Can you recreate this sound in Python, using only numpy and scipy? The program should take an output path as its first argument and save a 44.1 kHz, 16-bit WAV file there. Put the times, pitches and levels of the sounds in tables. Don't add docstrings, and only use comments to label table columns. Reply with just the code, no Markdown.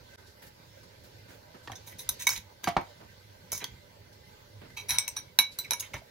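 import sys
import numpy as np
from scipy import signal
from scipy.io import wavfile
from scipy.ndimage import uniform_filter1d

SR = 44100
rng = np.random.default_rng(int(sys.argv[2]) if len(sys.argv) > 2 else 0)


def makeup_ratio(level_db):
    decades = np.asarray(level_db, float) / 20
    return 10 ** decades


def transcribe(u):
    v = np.clip(np.atleast_2d(u).T, -1, 1)
    q = np.round(v * 32767).astype(np.int16)
    wavfile.write(sys.argv[1], SR, q)


N = 269266
FREE_FROM, FREE_TO = 4.2, 5.785


def spoon():
    blow_rings, cracks = clinks()
    drag_rings, drag = scrapes()
    rings = blow_rings + drag_rings + pings()
    shake = wander((2, N), 250)
    rings *= makeup_ratio(1.6 * shake[0] + 0.7 * shake)

    t = np.arange(N) / SR
    free = (t >= FREE_FROM) & (t <= FREE_TO)
    contact = makeup_ratio(5.5) * cracks + makeup_ratio(np.where(free, -28, -25)) * drag
    edges_hz = [(700, 2260), (1500, 2900), (3300, 8900), (4800, 7230), (8900, 20000)]
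    levels_db = [27.4, 22.9, 1.9, 17.2, 13.6]
    crack = squeak()
    for force, edges, db in zip(contact, edges_hz, levels_db):
        crack += makeup_ratio(db) * band(band(force, *edges), *edges)
    crack = np.array([np.roll(crack, 2), crack])
    return band(band(rings + crack, 400, 20000), 257, 20000)


def clinks():
    # (time [s], strength [dB], hardness [dB per family], lip of the rim [dB],
    # grip shift from family one to two [dB])
    blows = [(1.718, -46.5, -1, 3, 5), (1.7318, -64, -5, -1, 10), (2.0907, -29.5, 2.5, 7.5, -4.5),
             (2.2215, -45.5, 4.5, 10, 0), (2.2692, -24, 1, -4, -5.5), (2.2759, -27.5, 0.5, -6, 2.5),
             (2.377, -45.5, 1.5, 10, 6), (2.2910, -27.5, 2, -3, -8.5), (2.3045, -39, 3, -4, -9),
             (2.6419, -36, -1, -2, -1.5), (2.663, -60, -12, 0, 8), (2.678, -41.5, -1, 0, 11),
             (2.686, -44, 0.5, -3, 2), (1.927, -58, -6, -3, 7), (1.875, -56, -2.5, 0, -2.5),
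             (1.993, -53, -1, 20, 0), (2.003, -51, 1.5, 15, -7), (2.319, -40.5, -1.5, -4, -5),
             (2.334, -41, 2, -4, -8), (2.3626, -43, 0.5, 14.5, 5), (3.548, -47, -4, -10, -4),
             (5.647, -59, 4, 12, 11), (2.812, -61, 1, -5, 17), (5.4, -41.5, -9, 8, 0),
             (3.5188, -35.5, 3, -2, -4.0), (3.5295, -37, 3.5, -25, -10), (3.5775, -39.5, 2.5, -15, -2),
             (3.6421, -36.5, 0, 6, -1), (4.906, -32.5, 2, 7.5, 8.5), (4.985, -24.5, 1, 5.5, 0),
             (5.0793, -34.5, 2, 0.8, 0.5), (5.1672, -41.5, -2, 6, -2), (5.3885, -19.5, -1.8, 5.5, 2),
             (5.5874, -35.5, 1.5, 4.5, -4), (5.708, -28.5, -0.9, -1, -3.5), (5.7335, -30.5, -0.7, -4, -1),
             (5.8068, -44, 4, -12, -9)]
    plain_db = [-9.5, -0.5, 0.5, 6.5, 5.5]
    hard_tilt, lip_tilt, grip_tilt = np.array([[-2, -1, 0, 1, 2], [0, 0, 1, 0, 0], [-1, 1, 0, 0, 0]])
    rings, cracks = np.zeros((2, N)), np.zeros((5, N))
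    for s, db, hard, lip, grip in blows:
        colour = hard * hard_tilt + lip * lip_tilt + grip * grip_tilt
        strength = makeup_ratio(db + colour + plain_db)[:, None]
        add(rings, s - 0.0002, rim(s, makeup_ratio(5.0) * strength * bounce()))
        add(cracks, s - 0.0003, strength * chatter(0.0023, 0.00047))
    return rings, cracks


def scrapes():
    # (time [s], pressure [dB], hardness [dB per family], edge bite [dB], length [s])
    strokes = [(1.759, -58, 6.5, 17.5, 0.021), (1.869, -44, 3.5, -0.5, 0.057), (1.9897, -45, 6.5, 3, 0.047),
               (2.198, -35, 2.5, 2.5, 0.061), (2.303, -32, 3, 4, 0.065), (2.36, -34.5, -1, 4.5, 0.032),
               (3.522, -38, 5, 7, 0.075), (3.605, -44, -10, -4, 0.064), (4.771, -31, -2, -0.7, 0.05),
               (4.89, -24.5, 2, -5, 0.064), (4.895, -36.5, -7.5, 4, 0.14), (5.167, -34, 0.5, 2, 0.039),
               (5.8016, -47, 9.5, 14, 0.017), (5.8236, -36.5, -3, -3, 0.051),
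               (5.939, -32.5, -3, -3.5, 0.036), (5.72, -35, -0.5, -8, 0.017),
               (5.588, -34.5, 0.5, -3, 0.033)]
    plain_db = [-11.5, 1.4, 1.3, 3, 2.3]
    hard_tilt, bite_tilt = np.array([[-1, -1, 0, 1, 2], [0, 0, 1, 1, 0]])
    slips = evened(rng.standard_normal(N) * makeup_ratio(3.8 * np.minimum(rng.exponential(1, N), 5)))
    slips *= makeup_ratio(1.2 * evened(uniform_filter1d(rng.standard_normal(N), 130)))
    rings, drag = np.zeros((2, N)), np.zeros((5, N))
    for s, db, hard, bite, length in strokes:
        colour = hard * hard_tilt + bite * bite_tilt
        push = makeup_ratio(db + colour + plain_db)[:, None] * stroke(length)
        push = push * slips[round(s * SR):][:push.shape[1]]
        add(drag, s - 0.007, push)
        add(rings, s - 0.007, rim(s, makeup_ratio(-25.0) * push))
    return rings, drag


def pings():
    # (time [s], level [dB], pitch [Hz], t60 [s])
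    single_pings = [(2.642, -44.5, 3130, 0.071), (2.6427, -41.5, 1626, 0.15), (2.644, -43, 4700, 0.1),
                    (3.6133, -43, 3970, 0.1), (3.6420, -28, 3260, 0.028), (3.6418, -31.5, 4570, 0.019),
                    (4.9855, -22, 10830, 0.03), (5.167, -35, 9150, 0.078), (5.3888, -22, 10375, .08),
                    (5.3888, -22, 11940, .05), (2.2692, -17, 2239, .05), (5.3886, -13.5, 3921, .07),
                    (5.3886, -25, 3921, .2), (5.3886, -24, 3836, .06), (5.396, -25.5, 2256, .14),
                    (2.7674, -23, 1384, 0.03), (2.7662, -31, 760, .025), (2.2699, -22, 3823, 0.061),
                    (5.3882, -20, 1550, 0.013), (2.6735, -24.5, 692, 0.16), (2.767, -37, 1054, 0.11),
                    (2.766, -44, 1550, 0.15), (5.078, -31.5, 2660, 0.016), (5.177, -48, 1655, 0.073),
                    (5.28, -62, 2235, 0.18), (1.995, -43, 9200, 0.054), (5.5878, -30, 13760, 0.1),
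                    (5.5874, -25, 3993, 0.094), (5.7324, -35.5, 6380, 0.033), (5.806, -26.5, 6620, 0.017),
                    (5.8076, -43.5, 2820, 0.032), (6.0182, -39, 650, 0.026)]
    out = np.zeros((2, N))
    for s, db, hz, t60 in single_pings:
        add(out, s, makeup_ratio(db + 2.5) * ring([(hz, 0, t60)], 0.24))
    return out


def squeak():
    start_s, length_s, from_hz, to_hz, db = 5.636, 0.036, 2900, 2000, -40
    u = np.linspace(0, 1, round(length_s * SR))
    glide = to_hz + (from_hz - to_hz) * (1 - u) ** 2
    glide *= 1 + 0.05 * evened(uniform_filter1d(rng.standard_normal(len(glide)), 40))
    out = np.zeros(N)
    add(out, start_s, makeup_ratio(db) * np.hanning(len(glide)) * np.sin(2 * np.pi * np.cumsum(glide) / SR))
    return out


def rim(s, force):
    free_hz = [
        [970, 1647],
        [2256, 2530, 3133],
        [3810, 3919, 4435],
        [5790, 5850, 6240, 6600],
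        [8171, 9345, 10002, 10385, 10798, 11347, 11972, 12489, 13781, 15051, 15525],
    ]
    # (level [dB], t60 [s])
    free_ringing = [
        [(2.5, 0.059), (-3, 0.035)],
        [(-3, 0.26), (-6, 0.024), (-11.5, 0.033)],
        [(4.5, 0.084), (10.5, 0.11), (3, 0.02)],
        [(-7.5, 0.07), (-3, 0.1), (-12.5, 0.019), (-9, 0.0063)],
        [(-2, 0.03), (1, 0.02), (-9, 0.041), (3, 0.021), (2.5, 0.019), (0, 0.1), (-14, 0.028), (-5, 0.12),
         (-11, 0.04), (-14.5, 0.036), (-24, 0.044)],
    ]
    full_hz = [
        [985, 1550],
        [2013, 2235, 2562, 3130],
        [3574, 3822, 3915, 4446],
        [5500, 5846, 6080, 6319, 6640],
        [8053, 9302, 9528, 10379, 10809, 11918, 12467, 13156, 13560, 14760, 15700],
    ]
    # (level [dB], t60 [s])
    full_ringing = [
        [(6, 0.038), (-9.5, 0.11)],
        [(5.5, 0.041), (1.5, 0.11), (-10, 0.0025), (-2, 0.22)],
        [(-3.5, 0.022), (-5, 0.032), (5.5, 0.014), (-17, 0.043)],
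        [(-29, 0.09), (5.5, 0.024), (7, 0.0053), (7.5, 0.023), (-3, 0.016)],
        [(3.5, 0.021), (0.5, 0.059), (10.5, 0.01), (2.5, 0.025), (4.5, 0.03), (6, 0.022), (3, 0.038),
         (-8, 0.0177), (-2.5, 0.034), (-27.5, 0.019), (-23, 0.016)],
    ]
    # (time [s], share of the ring time [0-1])
    looseness = [(1.7, 1), (2.0, 1), (2.09, 0.8), (2.2, 0.67), (2.27, 0.95), (2.3, 0.35), (2.64, 1),
                 (3.55, 0.6), (4.77, 0.66), (4.9, 0.77), (4.985, 0.27), (5.08, 0.51), (5.17, 0.8),
                 (5.39, 0.58), (5.59, 0.84), (5.71, 0.95), (5.8, 0.56), (5.94, 0.8)]
    free = FREE_FROM < s < FREE_TO
    pitches, ringings = (free_hz, free_ringing) if free else (full_hz, full_ringing)
    loose = max(np.interp(s, *np.transpose(looseness)), 0.1)
    lasting = [0.84, 0.12, 0.42, 0.18, 0.12]
    out = 0
    for push, family_hz, ringing, share in zip(force, pitches, ringings, lasting):
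        modes = []
        for hz, (db, t60) in zip(family_hz, ringing):
            detune, uneven_db = rng.standard_normal(2) * [0.002, 1.6]
            modes.append((hz * (1 + detune), db + uneven_db, t60 * loose))
        answer = ring(modes, 0.75, lasting=share * (1 if free else 1.21))
        out = out + signal.fftconvolve(push[None], answer, axes=1)
    return out


def ring(modes, spread, factor=1, lasting=1):
    t = np.arange(SR // 4) / SR
    phases = 2 * np.pi * rng.random((len(modes), 1, 1)) + spread * rng.standard_normal((len(modes), 2, 1))
    out = 0
    for (hz, db, t60), phase in zip(modes, phases):
        out = out + makeup_ratio(db - 60 * t / t60) * np.sin(2 * np.pi * hz * factor * t + phase)
    lasting = min(lasting, 1)
    out *= lasting + (1 - lasting) * np.exp(-t / 0.003)
    out *= 1 - np.exp(-t / 0.0005)
    return out / np.sqrt(sum(makeup_ratio(2 * db) for _, db, _ in modes))


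def bounce():
    force = np.zeros((5, 1024))
    force[:, 0] = 1
    gaps_s = 0.0035 * rng.uniform(0.6, 1.4, 3) * 0.8 ** np.arange(3)
    at = np.cumsum(gaps_s * SR).astype(int)
    force[:, at] = makeup_ratio(-1.5 * np.arange(1, 4)) * rng.uniform(-0.6, 1, (5, 3))
    return force


def chatter(length, rise):
    t = np.arange(2048) / SR
    force = rng.standard_normal(2048) * np.exp(-t / max(length, 1e-4)) * (1 - np.exp(-t / rise))
    return force / np.linalg.norm(force)


def stroke(length):
    u = np.arange(0, 2.5, 1 / (SR * max(length, 0.005)))
    return np.minimum(u / 0.18, 1) * np.exp(-1.3 * u ** 2)


def partials():
    # (time [s], level [dB], pitch [Hz], t60 [s])
    clear_modes = [(5.3888, -50, 5852, 0.19), (5.3888, -34.5, 9356, .045), (5.39, -35, 10900, .11),
                   (5.3876, -19.5, 12600, .09), (5.5878, -37, 9500, 0.078), (5.587, -41, 8050, 0.16),
                   (5.5878, -48, 14480, .045), (5.7074, -38, 985, 0.12), (5.709, -31.5, 3925, 0.11),
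                   (5.7084, -29.5, 5800, 0.079), (5.7078, -32, 10030, 0.055), (5.7078, -35, 10250, .2),
                   (5.7078, -33, 12600, .12), (5.803, -36, 13050, .05), (5.803, -35.5, 9430, 0.066),
                   (5.941, -42, 5850, .06), (5.939, -36, 1950, .04), (5.947, -38.5, 626, .04),
                   (5.952, -33, 1800, 0.028), (5.962, -45, 960, 0.11), (4.9847, -23.5, 8140, 0.11),
                   (4.9858, -37, 5980, .2), (4.9852, -46, 10790, .15), (4.9852, -44, 15020, .075),
                   (4.9852, -44, 2245, 0.13), (5.081, -35, 8200, 0.11), (5.081, -39.5, 5930, .14),
                   (5.08, -50, 13850, .11), (4.9056, -44, 9335, 0.11), (4.9056, -45, 10900, .2),
                   (4.9056, -41, 11330, .11), (4.895, -42, 13780, .14), (2.0902, -20.5, 10050, 0.028),
                   (2.091, -40, 10000, .09), (2.091, -39, 11920, .1), (2.0895, -32, 3850, 0.078),
                   (2.268, -20, 6080, 0.062), (2.2755, -31, 13250, .03), (2.2755, -56, 7822, .075),
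                   (2.2912, -28, 4430, 0.037), (2.2932, -32, 5960, .13), (2.2912, -36, 15700, .05),
                   (2.3032, -22, 5380, 0.033), (1.675, -41, 3250, .025), (1.681, -35, 1820, 0.028),
                   (1.718, -35, 3300, 0.018), (1.732, -36, 1850, 0.021), (1.755, -50, 3560, .15),
                   (3.53, -37.5, 2256, 0.12), (3.53, -44, 12600, .05)]
    out = np.zeros((2, N))
    for s, db, hz, t60 in clear_modes:
        add(out, s, makeup_ratio(db) * ring([(hz, 0, t60)], 0.78))
    return out


def table():
    # (time [s], wood [dB], snap [dB], pitch factor [ratio], contact length [s])
    knocks = [(1.675, -40.5, -33, 1.24, 0.0054), (1.698, -39, -68.5, 1.07, 0.0033),
              (1.72, -38, -43, 0.99, 0.0037), (2.6733, -20.5, -18.5, 1.05, 0.018),
              (2.7662, -19, -33, 1.01, 0.0065), (2.7689, -21.5, -24.5, 1.01, 0.0018),
              (2.78, -34.5, -55, 1.07, 0.0017), (4.617, -50, -53, 0.76, 0.0058),
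              (3.015, -51, -64, 0.79, 0.0041), (3.527, -39.5, -59, 0.87, 0.0055),
              (4.909, -45.5, -51, 0.86, 0.0023), (5.388, -31.5, -42, 1.53, 0.0053),
              (5.718, -38.5, -27, 0.9, 0.011), (5.942, -38, -34, 0.91, 0.0012),
              (5.966, -44.5, -42, 1.18, 0.0076)]
    # (pitch [Hz], level [dB], t60 [s])
    top_modes = [(450, -17, 0.069), (671, -3, 0.12), (760, 4.5, 0.074), (923, -1.5, 0.096),
                 (1084, -2, 0.082), (1330, -7, 0.034), (1550, -8, 0.089), (2240, -13, 0.045)]
    # (pitch [Hz], level [dB], t60 [s])
    leg_modes = [(96.7, 13.5, 0.1), (185, -21, 0.07), (320, -9, 0.068)]
    out, t = np.zeros((2, N)), np.arange(8192) / SR
    for s, wood, snap, pitch, length in knocks:
        thump = wood - 13
        force = chatter(length, 0.00036)
        press = np.abs(force) / np.abs(force).sum()
        top = ring(top_modes, 0.6, pitch, lasting=0.37)
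        legs = signal.oaconvolve(press[None], ring(leg_modes, 0.054, pitch), axes=1)
        add(out, s - 0.001, makeup_ratio(thump + 19) * legs)
        add(out, s - 0.0005, makeup_ratio(wood + 5.0) * top)
        many = rng.standard_normal(8192)
        add(out, s, makeup_ratio(wood - 4.5 - 60 * t / 0.067) * evened(band(many, 170, 1160)))
        add(out, s, makeup_ratio(thump - 1.5 - 60 * t / 0.14) * evened(band(many, 100, 337)))
        add(out, s - 0.001, makeup_ratio(snap + 21.0) * band(force, 830, 4040))
    return band(out, 49, 20000)


def arms():
    # (time [s], level [dB], length [s])
    leans = [
        (1.642, -58, 0.054),
        (2.072, -51, 0.08),
        (2.368, -48.5, 0.055),
        (3.7, -51.5, 0.11),
        (4.886, -47, 0.11),
        (5.587, -49, 0.032),
        (5.945, -48.5, 0.07),
    ]
    push = np.zeros(N)
    for s, db, length in leans:
        add(push, s, makeup_ratio(db) * stroke(length))
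    return toward_left(push * evened(band(rng.standard_normal(N), 48, 140)), -3)


def kitchen():
    # (pitch [Hz], level [dB per Hz])
    air_colour = [(15, -45.5), (30, -50), (70, -12.5), (110, -3), (260, -13), (520, -14), (750, -17.5),
                  (1250, -19), (2000, -23), (2700, -24), (4400, -21.5), (8700, -32.5), (11000, -28.5),
                  (16000, -27.5)]
    frames, hz = N // 256 + 5, np.fft.rfftfreq(1024, 1 / SR)[:, None]
    patches = uniform_filter1d(rng.standard_normal((513, frames)), 14, 0)
    patches = evened(uniform_filter1d(patches, 10, 1))
    colour = read(air_colour, hz) + fan_bands(hz, frames)
    air = makeup_ratio(-57.0) * evened(noise(colour + 3.1 * patches, frames, 1024))
    base = noise(colour + 2.0 * patches[::-1], frames, 1024)
    cloth = noise(read(air_colour, hz) * np.ones(frames), frames, 1024)
    return air + rustle(base, frames) + brushes(cloth)


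def fan_bands(hz, frames):
    # (pitch [Hz], width [Hz])
    hum_hz = [(100, 22), (398, 25), (495, 25), (581, 30), (861, 28), (968, 25), (1550, 65), (1808, 30),
              (2050, 60), (2336, 25)]
    hum_db = [5.8, 0.92, 8.4, 11.5, 5.8, 16.5, 9.8, 6, 9.6, 5.6]
    waver = evened(uniform_filter1d(rng.standard_normal((len(hum_hz), frames)), 12))
    return sum((db + 3.2 * v) * np.exp(-((hz - f) / w) ** 2) for (f, w), db, v in zip(hum_hz, hum_db, waver))


def rustle(base, frames):
    # (time [s], effort [0-1])
    hands = [(0, 0.87), (.3, 0.44), (1.2, 0.69), (1.4, 0.53), (1.83, 0.85), (2.26, 0.9), (2.45, 0.4),
             (2.84, 0.68), (3.3, 0.54), (3.6, 0.79), (3.9, 0.48), (4.45, 0.59), (4.8, 0.77), (4.98, 0.78),
             (5.2, 0.7), (5.45, 0), (5.62, 0.93), (6.1, 0.48)]
    rest_db = [-73, -76.5, -68, -95]
    busy_db = [19.6, 26.6, 19.5, 19]
    gust_db = [2.5, 1.2, 1.2, 1.5]
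    effort = np.interp(np.arange(frames) * 256 / SR, *np.transpose(hands))
    gusts = wander((4, frames), 20)
    edges_hz = [(55, 114), (250, 1340), (1500, 8300), (7000, 20000)]
    out = 0
    for rest, busy, gust, slow, edges in zip(rest_db, busy_db, gust_db, gusts, edges_hz):
        level_db = np.interp(np.arange(N) / 256, np.arange(frames), rest + busy * effort + gust * slow)
        out = out + makeup_ratio(level_db - 5.0) * evened(band(base, *edges))
    return out


def brushes(cloth):
    # (time [s], pressure [dB], dryness [dB per band], swish [dB], length [s])
    passes = [(0.13, -55, 2.5, -0.5, 0.082), (0.254, -71, 12, 5, 0.1), (0.416, -46, 7, -19, 0.061),
              (0.465, -53.5, 9, -7, 0.029), (0.829, -59, -6, 13, 0.034), (1.033, -51.5, 7, -7, 0.049),
              (1.28, -47.5, 5, -9, 0.098), (1.539, -57, -8.5, 7, 0.045), (1.628, -61, -1.5, 10.5, 0.066),
              (1.919, -43.5, 6, -18, 0.011), (2.632, -39, 7, -25, 0.029), (2.998, -60, -9.5, 7, 0.069),
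              (3.615, -44.5, -1.5, -6, 0.04), (3.73, -58, 2, -8, 0.027), (4.124, -73, 7, 13, 0.029),
              (4.611, -49, 1.5, -21, 0.048), (4.645, -61, -5.5, -20, 0.056), (4.701, -49.5, 3, -5, 0.013),
              (5.512, -64.5, 3.5, 15, 0.05), (5.974, -53.5, 4.5, 1, 0.027)]
    plain_db = [12.5, 4.5, 7, -7.5]
    dry_tilt, swish_tilt = np.array([[-1, 0, 1, 2], [0, 0, 1, 0]])
    pressure = np.zeros((4, N))
    for s, db, dryness, swish, length in passes:
        colour = dryness * dry_tilt + swish * swish_tilt + plain_db
        add(pressure, s, makeup_ratio(db + colour - 12.5)[:, None] * stroke(length))
    edges_hz = [(200, 1930), (1200, 3000), (3500, 11200), (7000, 20000)]
    return sum(p * evened(band(cloth, *edges)) for p, edges in zip(pressure, edges_hz))


def noise(db_field, frames, size):
    # (pitch [Hz], left-right likeness [0-1])
    likeness = [(30, 0.78), (100, 1), (400, 1), (1200, 0.13), (4000, 0.086), (15000, 0.049)]
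    # (pitch [Hz], left over right [dB])
    balance = [(60, -6.5), (240, -3), (950, -5.5), (3770, -1.5), (15000, 0.5)]
    lag = 20 / SR
    hz = np.fft.rfftfreq(size, 1 / SR)
    a, b, c, d = rng.standard_normal((frames, len(hz), 4)).T
    same, left = np.clip(read(likeness, hz), -1, 1)[:, None], a + 1j * b
    right = same * left + np.sqrt(1 - same ** 2) * (c + 1j * d)
    right = right * np.exp(-2j * np.pi * hz * lag)[:, None]
    lean = makeup_ratio(read(balance, hz) / 2)[:, None]
    z = np.array([left * lean, right / lean]) * makeup_ratio(db_field)
    return signal.istft(z, nperseg=size, noverlap=size * 3 // 4)[1][:, :N]


def drones():
    # (pitch [Hz], level [dB], width [Hz])
    tones = [(102, -63.5, 12), (409, -75, 5.7), (505, -73.5, 7.5), (582, -78, 6.7), (845, -72, 8),
             (1620, -85.5, 14), (2050, -90, 14)]
    t, out = np.arange(N) / SR, 0
    for hz, db, width_hz in tones:
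        r = np.exp(-np.pi * width_hz / SR)
        a, b = rng.standard_normal((2, N))
        envelope = signal.lfilter([1 - r], [1, -r], a + 1j * b)
        tone = (envelope * np.exp(2j * np.pi * hz * t)).real
        out = out + makeup_ratio(db + 3.5 * wander(N, SR // 5)) * evened(tone)
    return toward_left(np.array([np.roll(out, 20), out]), -3)


def room(x):
    # (pitch [Hz], t60 [s])
    decay = [(200, 0.13), (1000, 0.21), (4000, 0.21), (9000, 0.15), (15000, 0.14)]
    taps = np.zeros((2, SR // 2))
    at = np.arange(200, SR // 2 - 20, 20)
    at = at + rng.integers(0, 20, (2, len(at)))
    np.put_along_axis(taps, at, rng.choice([-1., 1.], at.shape), 1)
    hz, t, z = signal.stft(taps, SR, nperseg=256)
    tail = signal.istft(z * makeup_ratio(-60 * t / read(decay, hz)[:, None]), SR, nperseg=256)[1]
    return signal.fftconvolve(x, tail / np.linalg.norm(tail[0]), axes=1)[:, :N]


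def evened(x):
    return x / np.sqrt(np.mean(x ** 2) + 1e-20)


def wander(shape, length):
    return evened(uniform_filter1d(uniform_filter1d(rng.standard_normal(shape), length), length))


def read(points, hz):
    f, value = np.transpose(points)
    return np.interp(np.log(hz + 1), np.log(f + 1), value)


def add(mix, s, sound):
    part = mix[..., round(s * SR):][..., :sound.shape[-1]]
    part += sound[..., :part.shape[-1]]


def band(x, lo_hz, hi_hz):
    return signal.sosfilt(signal.butter(2, [lo_hz, hi_hz], "band", fs=SR, output="sos"), x)


def toward_left(x, db):
    return x * makeup_ratio(np.outer([0.5, -0.5], db))


def scene():
    # (time [s], left over right [dB])
    position = [(1.7, -4), (2.1, -1), (2.4, -3.5), (3.6, -2), (4.9, -1), (5.3, -1.1), (5.7, -3.5)]
    side_db = np.interp(np.arange(N) / SR, *np.transpose(position))
    bowl = toward_left(spoon(), side_db)
    wood = toward_left(table(), -1.6)
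    echoes = room(makeup_ratio(-10.0) * bowl + makeup_ratio(-9) * wood)
    near = bowl + wood + toward_left(partials(), side_db) + arms()
    return near + echoes + kitchen() + drones()


def top_cut(x):
    return signal.sosfilt(signal.butter(12, 17100, fs=SR, output="sos"), x)


def record(dry):
    out_s, in_s, back_s, dip_db = 0.159, 0.172, 0.182, -22
    dip = np.interp(np.arange(N) / SR, [out_s, out_s + 0.002, in_s, back_s], [0, dip_db, dip_db, 0])
    dipped = dry * makeup_ratio(dip)
    low_pass = signal.firwin(511, 15850, window=("kaiser", 7), fs=SR)
    leak = makeup_ratio(-30)
    heard = (1 - leak) * signal.oaconvolve(dipped, low_pass[None], "same", axes=1) + leak * dipped
    heard = heard - 0.34 * signal.lfilter(*signal.iirpeak(8650, 9, SR), heard)
    return top_cut(heard)


dry = scene()
out = record(dry)
transcribe(out)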